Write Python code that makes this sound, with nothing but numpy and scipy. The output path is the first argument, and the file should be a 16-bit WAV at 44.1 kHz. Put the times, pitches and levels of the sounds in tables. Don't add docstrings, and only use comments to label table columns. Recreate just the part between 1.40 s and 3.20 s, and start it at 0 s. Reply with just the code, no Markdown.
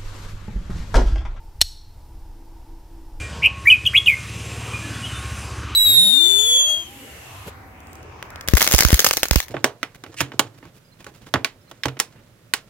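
import sys
import numpy as np
from scipy import signal
from scipy.fft import rfft, irfft
from scipy.io import wavfile

SR = 44100
rng = np.random.default_rng(int(sys.argv[2]) if len(sys.argv) > 2 else 0)


def wav_record(signal):
    frames = np.transpose(np.atleast_2d(signal))
    bounded = np.clip(frames, -1, 1)
    quanta = np.round(bounded * 32767).astype(np.int16)
    wavfile.write(sys.argv[1], SR, quanta)


N = 79380
T = np.arange(N) / SR


def from_db(db):
    return 10 ** (np.asarray(db) / 20)


def rms_one(x):
    return x / np.sqrt(np.mean(x ** 2) + 1e-20)


def level(rows):
    times, decibels = np.transpose(rows)
    return from_db(np.interp(T, times, decibels))


def at_hz(rows, hz, axis=1):
    rows = np.array(rows)
    return np.interp(np.log(hz + 1e-9), np.log(rows[:, 0]), rows[:, axis])


def noise(colour):
    hz = np.fft.rfftfreq(N, 1 / SR)
    spectrum = rfft(rng.standard_normal(N)) * from_db(at_hz(colour, hz))
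    return rms_one(irfft(spectrum, N))


def drift(rate_hz):
    hz = np.fft.rfftfreq(N, 1 / SR)
    spectrum = rfft(rng.standard_normal(N)) / (1 + (hz / rate_hz) ** 2)
    return rms_one(irfft(spectrum, N))


def swell(s, hz, db, half):
    envelope = np.exp(-((T - s) / half) ** 2)
    return from_db(db) * envelope * np.sin(2 * np.pi * hz * T)


# f/Hz, relative level/dB per Hz
HISS_COLOUR = [(200, 12), (1000, 4.5), (2000, 5), (4200, 3), (5400, 7), (6400, -2), (10000, -7),
               (15500, -3.5)]
HISS_DB = -64


def hiss():
    return from_db(HISS_DB) * noise(HISS_COLOUR)


# f/Hz, relative level/dB per Hz
WIND_COLOUR = [(12, -7.5), (26, 4), (42, -5.5), (65, -10), (100, -16.5), (130, -21.5), (200, -35.5),
               (400, -56)]
# t/s, level/dB
WIND_LEVEL = [(0, -42.5), (.06, -35.5), (.11, -41.5), (.165, -36), (.23, -38), (.39, -41), (.56, -37),
              (.8, -37), (.95, -41), (1.07, -39.5), (1.4, -39.5), (1.55, -38), (1.8, -38.5)]


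def wind():
    return level(WIND_LEVEL) * noise(WIND_COLOUR)


# f/Hz, rms level/dB before the changes below
HUM_TONES = [(269.6, -66), (310, -67), (329.5, -56.5), (390, -73.5), (449, -72.5)]
HUM_WAVER_DB, HUM_WAVER_HZ = 2.5, 1.5
# t/s, level change/dB
HUM_LEVEL = [(0, -9.5), (.19, -18), (.26, -23), (.52, -15.5), (.62, -9), (.74, 0), (.81, -4), (.89, -0.5),
             (1.02, 2), (1.1, -2.5), (1.16, 4.5), (1.23, -6.5), (1.31, 4.5), (1.48, -4.5), (1.54, 2.5),
             (1.8, 1.5)]


def motor_hum():
    tones = np.zeros(N)
    for hz, db in HUM_TONES:
        loudness = np.sqrt(2) * from_db(db + HUM_WAVER_DB * drift(6))
        pitch = hz + HUM_WAVER_HZ * drift(5)
        phase = 2 * np.pi * np.cumsum(pitch) / SR
        tones += loudness * np.sin(phase)
    return level(HUM_LEVEL) * tones


# f/Hz, relative level/dB per Hz
WHIR_COLOUR = [(150, -0.5), (300, 0.5), (420, -2), (620, -6), (760, -1.5), (850, 4.5), (940, 3.5),
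               (1060, -9), (1400, -13), (2500, -26)]
# t/s, level/dB
WHIR_LEVEL = [(0, -57.5), (.08, -55.5), (.16, -57), (.26, -62), (.4, -61), (.51, -59.5), (.58, -55.5),
              (.9, -56), (1.25, -54.5), (1.45, -56), (1.8, -54)]


def motor_whir():
    return level(WHIR_LEVEL) * noise(WHIR_COLOUR)


# t/s, f/Hz, level/dB, half length/s
SOFT_TONE = (-0.03, 899.5, -49, -0.0764)


def soft_tone():
    return swell(*SOFT_TONE)


# t/s, f/Hz, level/dB, half length/s
BUMP = (0.22, 62, -28.5, 0.0355)


def handling_bump():
    return swell(*BUMP)


WOOD_DB, WOOD_DELAY_S, WOOD_BUILD_S = -28.5, .006, .008
# f/Hz, relative level/dB, time to fade by 60 dB/s
WOOD = [(500, -5, .3), (2000, -4.5, .4), (3200, -6, .42), (4200, 2, 0.7), (5500, -1, .55),
        (8000, 0.5, 0.44), (13000, -2.5, .42)]


def wood(snap):
    edges = np.geomspace(400, 16000, 15)
    white = rng.standard_normal((2, N))
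    echoes = np.zeros(N)
    age = np.maximum(T - WOOD_DELAY_S, 0)
    for k, (low, high) in enumerate(zip(edges, edges[1:])):
        hz = np.sqrt(low * high)
        band_filter = signal.butter(2, [low, high], "band", fs=SR, output="sos")
        band = signal.sosfilt(band_filter, white[k % 2])
        fade = np.exp(-np.log(1000) * age / at_hz(WOOD, hz, axis=2))
        echoes += band * from_db(at_hz(WOOD, hz)) * fade
    build_up = 1 - np.exp(-age / WOOD_BUILD_S)
    echoes = rms_one(echoes * build_up) / np.sqrt(N)
    return from_db(WOOD_DB) * signal.fftconvolve(snap, echoes)[:N]


def ring(clicks, hz, t60):
    shrink = from_db(-60 / (t60 * SR))
    turn = 2 * np.pi * hz / SR
    feedback = [1, -2 * shrink * np.cos(turn), shrink * shrink]
    return signal.lfilter([0, np.sin(turn)], feedback, clicks + 1e-18)


# t/s, strength level/dB
CONTACTS = [(.2093, -32.5), (0.2093, -26.5), (0.214, 0.5), (0.2201, -15.5)]
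# f/Hz, level/dB before the bass cut, time to fade by 60 dB/s
FRAME_TONES = [(1600, -27.5, .014), (2060, -18, 0.031), (2820, -28.5, 0.02518), (3045, -7.5, 0.03),
               (3390, -11, 0.028), (3630, -13, 0.032), (3990, -6, .026), (4207, -2.5, .028),
               (4322, -2, .028), (4519, -12, 0.022), (5020, -13, 0.026), (5402, -8, 0.032),
               (5674, -11, .024), (5854, -9.5, 0.02251), (6280, -16.5, .022), (6560, -15, 0.028),
               (6980, -17, 0.015), (7767, -5, .016), (9100, -13.5, 0.0202), (9397, -9, 0.022),
               (10370, -16, .022), (11250, -16.5, .012), (13300, -15, 0.01379)]
RADIATES_ABOVE_HZ = 2170
# f/Hz, relative level/dB
CRACK_COLOUR = [(150, -9.5), (700, -2.5), (1050, -11.5), (1400, -1), (2600, 1.5), (4500, 1), (8000, 3.5),
                (12000, -5.5), (16000, -2.5)]
CRACK_DB, CRACK_T60_S = -7.5, 0.02


def carabiner():
    clicks = np.zeros(N)
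    for s, db in CONTACTS:
        clicks[int(s * SR)] += from_db(db)
    frame = np.zeros(N)
    for hz, db, t60 in FRAME_TONES:
        frame += from_db(db) * ring(clicks, hz, t60)
    bass_cut = signal.butter(2, RADIATES_ABOVE_HZ, "high", fs=SR, output="sos")
    frame = signal.sosfilt(bass_cut, frame)
    keep = np.exp(-np.log(1000) / (CRACK_T60_S * SR))
    burst = signal.lfilter([1], [1, -keep], clicks + 1e-18)
    crack = from_db(CRACK_DB) * burst * noise(CRACK_COLOUR)
    return frame + crack


SIDE_DB = -66


def scene():
    background = hiss() + wind() + motor_hum() + motor_whir() + soft_tone()
    snap = carabiner()
    centre = background + handling_bump() + wood(snap) + snap
    wide_hiss = from_db(SIDE_DB) * rng.standard_normal(N)
    return centre + wide_hiss * np.array([[1], [-1]])


OVERLOAD_KNEE = 5
CUTOFF_HZ = 16200


def record(dry):
    clipped = dry / (1 + np.abs(dry) ** OVERLOAD_KNEE) ** (1 / OVERLOAD_KNEE)
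    top_cut = signal.cheby2(16, 70, CUTOFF_HZ, fs=SR, output="sos")
    return signal.sosfilt(top_cut, clipped)


dry = scene()
out = record(dry)
wav_record(out)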